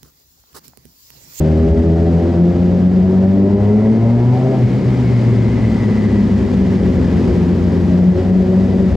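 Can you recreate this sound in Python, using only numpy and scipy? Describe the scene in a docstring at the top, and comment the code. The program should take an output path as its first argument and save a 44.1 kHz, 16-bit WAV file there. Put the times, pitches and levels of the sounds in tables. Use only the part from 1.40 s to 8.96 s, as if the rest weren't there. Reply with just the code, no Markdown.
"""A concrete parking garage, heard from the helmet of a rider on a twin-cylinder sport motorcycle.
It pulls up to about 7900 rpm, coasts down with a burble and whining gears, then takes a little throttle again.
The engine is built from crank orders, firing thumps and gear-tooth tones; filtered noise makes boom, rattle and air.
Beams and pillars return Doppler-shifted echoes that beat against the engine note; a limiter holds the peaks."""
import sys
import numpy as np
from scipy import signal
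from scipy.fft import rfft, irfft
from scipy.io import wavfile
from scipy.ndimage import uniform_filter1d, minimum_filter1d

SR = 44100
rng = np.random.default_rng(int(sys.argv[2]) if len(sys.argv) > 2 else 0)


def dump(signal):
    """Clip the signal to [-1, 1] and save it as 16-bit WAV at the path in sys.argv[1]."""
    limited = np.clip(np.atleast_2d(signal).T, -1, 1)
    pcm = np.round(limited * 32767).astype(np.int16)
    wavfile.write(sys.argv[1], SR, pcm)


N = 333396
T = np.arange(N) / SR  # s
HZ = np.fft.rfftfreq(N, 1 / SR)

# crank turns per second at which speed-dependent levels are set, and above which firing grows ragged
STRAIN_HZ = 103
# no two strokes take quite the same time: rms wander of the crank (turns) and its rate (Hz)
WANDER_TURNS, WANDER_HZ = .006, 25


def amp(db):
    """Decibels to gain."""
    return 10 ** (np.asarray(db) / 20)


def unit(x):
    """Scales to rms 1."""
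    return x / np.sqrt(np.mean(np.abs(x) ** 2) + 1e-20)


def curve(rows):
    """Every column of a timed table, sample by sample."""
    s, *columns = np.transpose(rows)
    return [np.interp(T, s, column) for column in columns]


def read(points, hz):
    """A spectrum at the given frequencies, interpolated along log frequency."""
    f, value = np.transpose(points)
    return np.interp(np.log(hz + 1), np.log(f + 1), value)


def colour(x, points):
    """Filters by a spectrum, to rms 1."""
    return unit(irfft(rfft(x) * amp(read(points, HZ)), N))


def drift(rate_hz):
    """Smooth chance of rms 1, up to about the given rate."""
    return unit(irfft(rfft(rng.standard_normal(N)) * np.exp(-(HZ / rate_hz) ** 2), N))


def fray(share, rate_hz):
    """A tone's complex gain: partly steady, partly wandering at the given rate."""
    knots = np.arange(0, T[-1] + 1, .5 / rate_hz)
    a, b = rng.standard_normal((len(knots), 2)).T
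    wandering = unit(np.interp(T, knots, a + 1j * b))
    return np.sqrt(1 - share) + np.sqrt(share) * wandering


def hump(middle, length):
    """A smooth rise to 1 and fall, as wide as length at half height."""
    return np.exp2(-(2 * (T - middle) / length) ** 2)


def even(x):
    """Levels out the chance lumps of a rumble, keeping its fine grain."""
    window_s, share, floor = .03, .85, .02
    power = signal.oaconvolve((x ** 2).mean(0), signal.windows.hann(int(window_s * SR)), "same")
    return unit(x / (unit(power) + floor) ** (share / 2))


def diffuse(pair):
    """Makes two unrelated noises as alike as a diffuse field at the two microphone ports."""
    # likeness of the ports: frequency_hz, likeness (0-1)
    likeness = [(60, 0.62), (130, 1), (290, 0.85), (640, 0.74), (1410, 0.85), (3100, 0.74), (6820, 0.64),
                (15000, 0.81)]
    a, b = rfft(pair)
    same = np.clip(read(likeness, HZ), 0, 1)
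    return irfft(np.array([a, same * a + np.sqrt(1 - same ** 2) * b]), N)


def boom(shut, level_db=-35, shut_db=12, surge_db=-1.0):
    """The space between floor and ceiling resonates below the engine note, most on a shut throttle."""
    # single surges of the low deck: middle_s, length_s, level_db (before surge_db)
    surge_rows = [(0.274, 0.13, -22.5), (1.248, 0.099, -39.5), (4.174, 0.19, -32), (5.554, 0.52, -30.5),
                  (5.91, 0.078, -22.5), (6.457, 0.1, -29.5), (6.954, 0.53, -32.5), (7.523, 0.23, -21.5)]
    # tone of the deck: frequency_hz, relative level (dB per Hz)
    deck_tone = [(8, -29.5), (25, -18.5), (38, -22.5), (50, -4.5), (62, -0.5), (70, 10), (80, -17.5),
                 (120, -36.5), (600, -100)]
    surges = sum(amp(db + surge_db) * hump(s, length) for s, length, db in surge_rows)
    return colour(rng.standard_normal(N), deck_tone) * (amp(level_db + shut_db * shut) + surges)


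def clatter(turns, beat=0.029, flicker_db=0.65, waver_db=0.56, waver_hz=14, level_db=12.0):
    """A dense noise of chain, valves and tyres rings metal parts, pulsing slightly with the crank."""
    # level along the ride: time_s, level_db (before level_db is added)
    ride_level = [(0, -47.5), (0.85, -47.5), (2.1, -49), (2.75, -47.5), (3.6, -44), (4.7, -44), (4.95, -45),
                  (5.3, -43.5), (5.9, -44), (6.8, -46), (7.56, -45.5)]
    # tone of chain, valves and tyres: frequency_hz, relative level (dB per Hz)
    rattle_tone = [(300, 11.5), (800, 13.5), (1100, 7.5), (1450, 3), (1950, 4.5), (2600, -0.5), (3800, -5),
                   (4900, -6), (5600, -9), (7400, -14), (8600, -20.5), (11000, -27.5), (12200, -26),
                   (14500, -44.5)]
    # metal parts that the rattle rings: frequency_hz, width_hz, lift_db
    metal_parts = [(960, 33, 3), (1680, 110, 3), (1970, 67, 2.5), (3080, 160, 1.5), (4880, 89, 3.5)]
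    pulse = 1 + beat * np.cos(2 * np.pi * turns)
    rattle = rng.standard_normal((2, N)) * pulse * amp(flicker_db * drift(250))
    ring_db = sum(db / (1 + (2 * (HZ - hz) / width) ** 2) for hz, width, db in metal_parts)
    rung = irfft(rfft(rattle) * amp(ring_db), N)
    gain = amp(curve(ride_level)[0] + level_db + waver_db * drift(waver_hz))
    return diffuse(colour(rung, rattle_tone)) * gain


def squeak():
    """One brief metallic squeak: a short swell of pure tone."""
    # the squeak: middle_s, length_s, pitch_hz, level_db
    ring = (7.33, .045, 1995, -45)
    s, length, hz, db = ring
    return np.sqrt(2) * amp(db) * hump(s, length) * np.sin(2 * np.pi * hz * T)


def intake(turns, octaves, shut, speed_db=7, gulp=0.24, level_db=-45.0, shut_db=-9):
    """Air hisses into the engine in gulps, harder the faster it turns and the wider the throttle is open."""
    # air drawn through the throttle: frequency_hz, relative level (dB per Hz)
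    air_tone = [(300, -28.5), (900, -0.5), (1350, 4.5), (1800, -9.5), (3200, -24.5), (4500, -23.5),
                (12000, -63)]
    air = colour(rng.standard_normal((2, N)), air_tone) * (1 + gulp * np.cos(2 * np.pi * turns))
    return diffuse(air) * amp(level_db + speed_db * octaves + shut_db * shut)


def airbox(turns, octaves, shut, hz=830, width_hz=170, gulp=0.33, level_db=-43, speed_db=16, shut_db=-22):
    """The airbox honks with each gulp, a band of noise strongest at high speed and open throttle."""
    honk = unit((fray(1, width_hz) * np.exp(2j * np.pi * hz * T)).real)
    gulps = 1 + gulp * np.cos(2 * np.pi * turns)
    return honk * gulps * amp(level_db + speed_db * octaves + shut_db * shut)


def gears(turns, speed, shut, level_db=-51.0, speed_db=5, shut_db=-0.3):
    """Teeth sing where they cross a casing resonance, louder when fast; backlash frays them and adds chatter."""
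    # gear teeth: crank_order, relative level_db
    teeth = [(16, -6), (17, -2), (18, 5), (19, 2), (20, -2), (59, -22), (71, -31)]
    # resonances of the gear casing: frequency_hz, relative level_db
    casing = [(1500, -14), (1830, -10), (1930, -2), (2050, -2.5), (2190, -2.5), (2320, -12), (4500, -15),
              (6200, -1.5), (8800, 8)]
    # the gears chatter at speed and sing out while the wheel drives the engine:
    # time_s, chatter centre_hz, chatter level_db, tooth tone lift_db
    whine = [(1.6, 1850, -68, 0), (2.05, 1990, -54.5, 0), (2.45, 2100, -50.5, -1), (2.8, 2150, -54, -4),
             (3.1, 2150, -55, -2), (3.6, 2070, -49.5, 3), (4.15, 2070, -51, 6), (4.55, 2000, -49.5, 8),
             (4.79, 1985, -48.5, 9), (4.88, 1990, -53, -1), (5.35, 2010, -48.5, -1), (5.9, 1950, -53, 0),
             (6.5, 1930, -58, 0)]
    backlash, backlash_hz_per_order, chatter_hz = .45, 2.0, 130
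    centre_hz, chatter_db, lift_db = curve(whine)
    shaft = turns + WANDER_TURNS * drift(WANDER_HZ)
    tones = np.zeros(N)
    for order, db in teeth:
        share = np.clip(backlash * order / teeth[0][0], 0, 1)
        tone = fray(share, backlash_hz_per_order * order) * np.exp(2j * np.pi * order * shaft)
        tones += amp(db + read(casing, order * speed)) * tone.real
    tones_db = level_db + speed_db * np.log2(speed / STRAIN_HZ) + shut_db * shut + lift_db
    chatter = unit((fray(1, chatter_hz) * np.exp(2j * np.pi * np.cumsum(centre_hz) / SR)).real)
    return tones * amp(tones_db) + chatter * amp(chatter_db)


def burble(turns, shut, wash=1.0, level_db=-24.0, shut_db=8.0, light_db=4.5):
    """Firings of random strength thump the pipe, least at full throttle; the garage adds a wash of noise."""
    # uneven firing, spread by the garage: frequency_hz, relative level (dB per Hz)
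    firing_tone = [(15, -25), (45, -20), (70, -18), (92, -4.5), (125, -1.5), (150, -6), (185, 2.5),
                   (212, 2.5), (243, 2.5), (288, -6), (330, -10), (372, -3.5), (435, -11.5), (510, -13),
                   (650, -22.5), (1100, -69.5), (3000, -100)]
    # two cylinders, each firing every other turn, 3/8 of a cycle apart
    cycle = turns / 2
    first_fires = np.diff(np.floor(cycle), prepend=0)
    second_fires = np.diff(np.floor(cycle + 3 / 8), prepend=0)
    fires = (first_fires + second_fires) > 0
    # minimum phase gives the thump a sharp start and a ringing end
    log_gain = np.log(amp(read(firing_tone, np.abs(np.fft.fftfreq(4096, 1 / SR)))))
    thump = np.fft.ifft(np.exp(np.conj(signal.hilbert(log_gain)))).real
    thumps = unit(signal.oaconvolve(fires * rng.uniform(-0.79, 1, N), thump)[:N])
    washed = thumps + wash * diffuse(colour(rng.standard_normal((2, N)), firing_tone))
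    gain = amp(level_db + shut_db * shut + light_db * np.sin(np.pi * shut) ** 2)
    return even(washed) * gain


def swell(order):
    """Decibels added to one crank order: passing echoes swell or cancel it, the note stumbles as the throttle
    shuts, and the upper orders growl at the rev peak."""
    # swells and dips of the engine note: middle_s, length_s, crank_order, change_db
    swell_rows = [(0.022, 0.17, 3, -15), (0.047, 0.043, 4, 3.5), (0.102, 0.31, 2, 6),
                  (0.287, 0.039, 1, -12.5), (0.39, 0.073, 2, -8.5), (0.47, .4, 6, -6.5),
                  (0.52, 0.088, 2, 3), (0.764, 0.049, 2, 7.5), (0.868, 0.11, 3, 3.5), (0.879, 0.088, 1, 3),
                  (0.887, 0.15, 2, -9), (0.948, 0.27, 5, -4.5), (1.031, 0.097, 2, 8),
                  (1.142, 0.033, 2, -7.5), (1.38, 0.047, 2, -3), (1.475, 0.044, 2, 6), (1.6, 0.4, 6, -3.5),
                  (1.7, .3, 2, 1), (2.004, 0.25, 3, 12), (2.147, 0.029, 2, 10.5), (2.282, 0.43, 4, 3.5),
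                  (2.263, 0.066, 2, -6.5), (2.359, 0.058, 2, 6.5), (2.502, 0.067, 2, 5.5),
                  (2.54, .025, 2, -5.5), (2.581, 0.15, 1, -2), (2.6, 0.089, 7, 1), (2.699, 0.41, 3, 1.5),
                  (2.717, 0.14, 2, 4), (2.977, 0.045, 1, -5), (2.884, 0.16, 7, 8), (3.062, 0.099, 6, 3.5),
                  (3.086, 0.16, 5, 7.5), (3.119, 0.062, 3, 9), (3.135, 0.092, 1, -9), (3.233, .05, 1, 5),
                  (3.3, 0.043, 1, -15.5), (3.422, 0.048, 1, -16), (3.605, 0.69, 2, -14.5),
                  (3.827, 0.27, 1, 1.5), (4.223, 0.13, 1, 0), (4.247, 0.053, 2, -8), (4.55, 0.2, 2, 3),
                  (4.543, 0.05, 1, -7), (5.097, 0.027, 2, -7), (5.326, 0.22, 2, -3.5), (5.55, 0.039, 2, -7),
                  (5.8, 0.21, 2, -8), (6.105, .8, 4, -0.5), (6.233, 0.21, 2, -5.5), (6.508, 0.11, 3, 8),
                  (6.55, 0.16, 7, 8), (6.598, 0.56, 1, 0.5), (6.689, 0.089, 2, 8), (6.796, 0.083, 2, -25.5),
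                  (6.784, 0.052, 4, 9.5), (7.008, 0.079, 2, 1.5), (7.014, 0.1, 1, -11.5),
                  (7.097, 0.079, 4, 9.5), (7.179, 0.048, 2, 5), (7.313, 0.074, 2, -7), (7.252, 0.85, 3, -8),
                  (7.452, 0.2, 4, -1), (7.428, 0.12, 1, -2.5)]
    return sum(db * hump(s, length) for s, length, k, db in swell_rows if round(k) == order)


def bark(turns, speed, shut, half_db=-14.0, half_ragged_db=9, odd_db=-1.5, ragged_hz=22, scatter=0.56,
         level_db=4.5, shut_db=-19):
    """Firing rings the pipe; each cylinder fires every other turn, adding half orders, more when ragged."""
    # exhaust pipe and airbox: frequency_hz, level_db of a crank order there (before the changes below)
    pipe = [(150, -33), (205, -23), (245, -25), (290, -34.5), (340, -27), (410, -24), (460, -37),
            (505, -33), (550, -29), (595, -29.5), (630, -35.5), (660, -32), (710, -39), (760, -34.5),
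            (800, -40), (850, -50), (950, -43.5), (1200, -65), (2000, -96)]
    # more rasp when fast and open: tilt about 400 Hz (dB per octave), its gain per octave of speed, when shut
    rasp_db, rasp_speed_db, rasp_shut_db = 2, 19.5, -14
    # steady under load; ragged on a shut throttle, at strain and in the high orders (raggedness 0-1)
    ragged_open, ragged_shut, ragged_per_hz, ragged_per_order = .005, .85, .016, .008
    # the orders break up as the bike moves through the garage: share 0-1, rate (Hz)
    breakup, breakup_hz = .025, 7
    rasp = rasp_db + rasp_speed_db * np.log2(speed / STRAIN_HZ) + rasp_shut_db * shut
    ragged = ragged_open + ragged_shut * shut + ragged_per_hz * np.maximum(speed - STRAIN_HZ, 0)
    crank = turns + WANDER_TURNS * drift(WANDER_HZ)
    out = np.zeros(N)
    for k in np.arange(3, 23) / 2:
        if k != 2:  # the second order belongs to the drone
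            db = read(pipe, k * speed) + rasp * np.log2(k * speed / 400) + swell(order=k)
            db += (half_db + half_ragged_db * ragged) * (k % 1 > 0) + odd_db * (k % 2 == 1)
            # suction pulses; the pipe delays each order differently
            smear = .5 + scatter * rng.uniform(-0.51, 0.51)
            share = np.minimum(ragged + ragged_per_order * k, ragged_shut)
            frayed = fray(share, ragged_hz) * fray(breakup, breakup_hz)
            out += amp(db) * (frayed * np.exp(2j * np.pi * (k * crank + smear))).real
    return np.sqrt(2) * out * amp(level_db + shut_db * shut)


def drone(turns, speed, shut, first_db=0.0, second_db=1.0, first_shut_db=-4.0, second_shut_db=-4):
    """The first two crank orders make one deep pulse a turn, waver with the ride and stumble when shut."""
    # exhaust resonances that the orders sweep: frequency_hz, level_db of an order there (before changes)
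    resonances = [(75, -19), (81, -13.5), (87, -18), (94, -19), (108, -14.5), (120, -11), (130, -11),
                  (160, -21.5), (183, -12), (198, -14), (215, -14.5), (238, -17.5), (255, -20)]
    # the note wavers as the bike moves: first and second order (rms dB), rate (Hz)
    waver_first_db, waver_second_db, waver_hz = 0.9, 1.1, 11
    first_stumble, second_stumble, stumble_hz = .04, .4, 32
    first = read(resonances, speed) + first_db + first_shut_db * shut
    first = first + waver_first_db * drift(waver_hz) + swell(order=1)
    second = read(resonances, 2 * speed) + second_db + second_shut_db * shut
    second = second + waver_second_db * drift(waver_hz) + swell(order=2)
    spin = np.exp(2j * np.pi * turns)
    once = amp(first) * fray(first_stumble * shut ** 2, stumble_hz) * spin
    twice = amp(second) * fray(second_stumble * shut ** 2, stumble_hz) * spin ** 2 * np.exp(-1j * np.pi / 4)
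    return -np.sqrt(2) * (once + twice).real


def garage(x, doppler=0.032, mean_delay=.09, life=.9, port_lag=0.000085, count=60):
    """Echoes come and go as beams and pillars pass: those ahead return sharp, those behind flat."""
    out, sideways = np.zeros((2, N))
    x = x * np.sin(np.pi / 2 * np.minimum(T * 50, 1)) ** 2  # the echoes set in softly
    for i, (bearing, distance) in enumerate(rng.random((count, 2))):
        middle = T[-1] * (i + .5) / count
        near = slice(max(int((middle - life) * SR), 0), int((middle + life) * SR))
        since = T[near] - middle
        # the changing delay (s) shifts the pitch
        delay = doppler * life - mean_delay * np.log(1 - distance) + doppler * np.cos(2 * np.pi * bearing) * since
        echo = np.cos(np.pi / 2 * since / life) * np.interp(np.abs(T[near] - delay), T, x)
        out[near] += echo
        sideways[near] += echo * np.sin(2 * np.pi * bearing)
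    early = port_lag * SR * np.gradient(sideways)  # an echo from the side reaches one port first
    return np.array([out + early, out - early]) * np.sqrt(T[-1] / (count * life))


def ports(mix):
    """The two microphone ports hear slightly different level and phase; the sound drifts left along the ride."""
    # level between ports: frequency_hz, left minus right (dB)
    tilt = [(60, 1.1), (160, 1.4), (330, 1.6), (650, 1.9), (1300, 1.8), (2500, 1), (5000, 1.3), (9000, 1.8)]
    # phase between ports: frequency_hz, lead of the left (radians)
    lead = [(60, -.05), (180, -.18), (330, -.32), (650, -.45), (2300, -.62), (6300, -.1), (12000, 0)]
    drift_db_per_s = .13  # left minus right
    port = amp(read(tilt, HZ) / 2) * np.exp(.5j * read(lead, HZ))
    lean = amp(drift_db_per_s * (T - T.mean()) / 2)
    return irfft(rfft(mix) * np.array([port, 1 / port]), N) * np.array([lean, 1 / lean])


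def scene(drone_echo_db=-17, bark_echo_db=-7, burble_speed_db=-5, boom_speed_db=-13):
    """Crank speed and throttle drive the engine sounds; the rumble eases per octave of speed."""
    # the crank flares and snatches back as the throttle shuts: time_s, crank speed_hz (turns per second)
    crank_speed = [(0, 76.6), (0.25, 80.4), (0.8, 84.5), (1.8, 94.3), (2.2, 101.1), (2.8, 119.4),
                   (3.0, 127.5), (3.12, 131), (3.25, 121.5), (3.42, 126.3), (4.2, 112.1), (5.0, 98.6),
                   (5.75, 86.5), (6.2, 88.6), (6.4, 88.2), (6.8, 91.7), (7.2, 93.8), (7.56, 93.7)]
    # the rider's hand: time_s, throttle opening (0-1)
    throttle = [(0, 1), (.8, 0.93), (1.3, 0.78), (2.3, 0.84), (3.16, 0.65), (3.25, 0.3), (4.9, 0.12),
                (5.9, 0.57), (6.8, 0.76), (7.2, 0.69), (7.56, 0.6)]
    speed, = curve(crank_speed)
    shut = 1 - np.clip(curve(throttle)[0], 0, 1)
    turns, octaves = np.cumsum(speed) / SR, np.log2(speed / STRAIN_HZ)
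    low, high = drone(turns, speed, shut), bark(turns, speed, shut)
    echoes = garage(amp(drone_echo_db) * low + amp(bark_echo_db) * high)
    rumble = burble(turns, shut) * amp(burble_speed_db * octaves) + boom(shut) * amp(boom_speed_db * octaves)
    mix = low + high + echoes + rumble + intake(turns, octaves, shut) + airbox(turns, octaves, shut)
    mix = mix + gears(turns, speed, shut) + clatter(turns) + squeak()
    fade_s = .006  # soft start and end
    mix = mix * np.sin(np.pi / 2 * np.minimum(np.minimum(T, T[-1] - T) / fade_s, 1)) ** 2
    return ports(mix)


def record(dry, threshold_db=-4.0, ratio=4, recover_db_per_s=60):
    """A look-ahead peak limiter ducks everything under the loudest swells; then the treble is cut off."""
    edge_hz = 15000
    level_db = 20 * np.log10(np.abs(dry).max(0) + 1e-9)
    over_db = np.maximum(level_db - threshold_db, 0) * (1 - 1 / ratio)
    held_db = -minimum_filter1d(-over_db, size=200)
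    fall = T * recover_db_per_s
    duck_db = uniform_filter1d(np.maximum.accumulate(held_db + fall) - fall, size=200)
    low_pass = signal.firwin(511, edge_hz, window=("kaiser", 9), fs=SR)
    return signal.oaconvolve(dry * amp(-duck_db), low_pass[None], "same")


dry = scene()
out = record(dry)
dump(out)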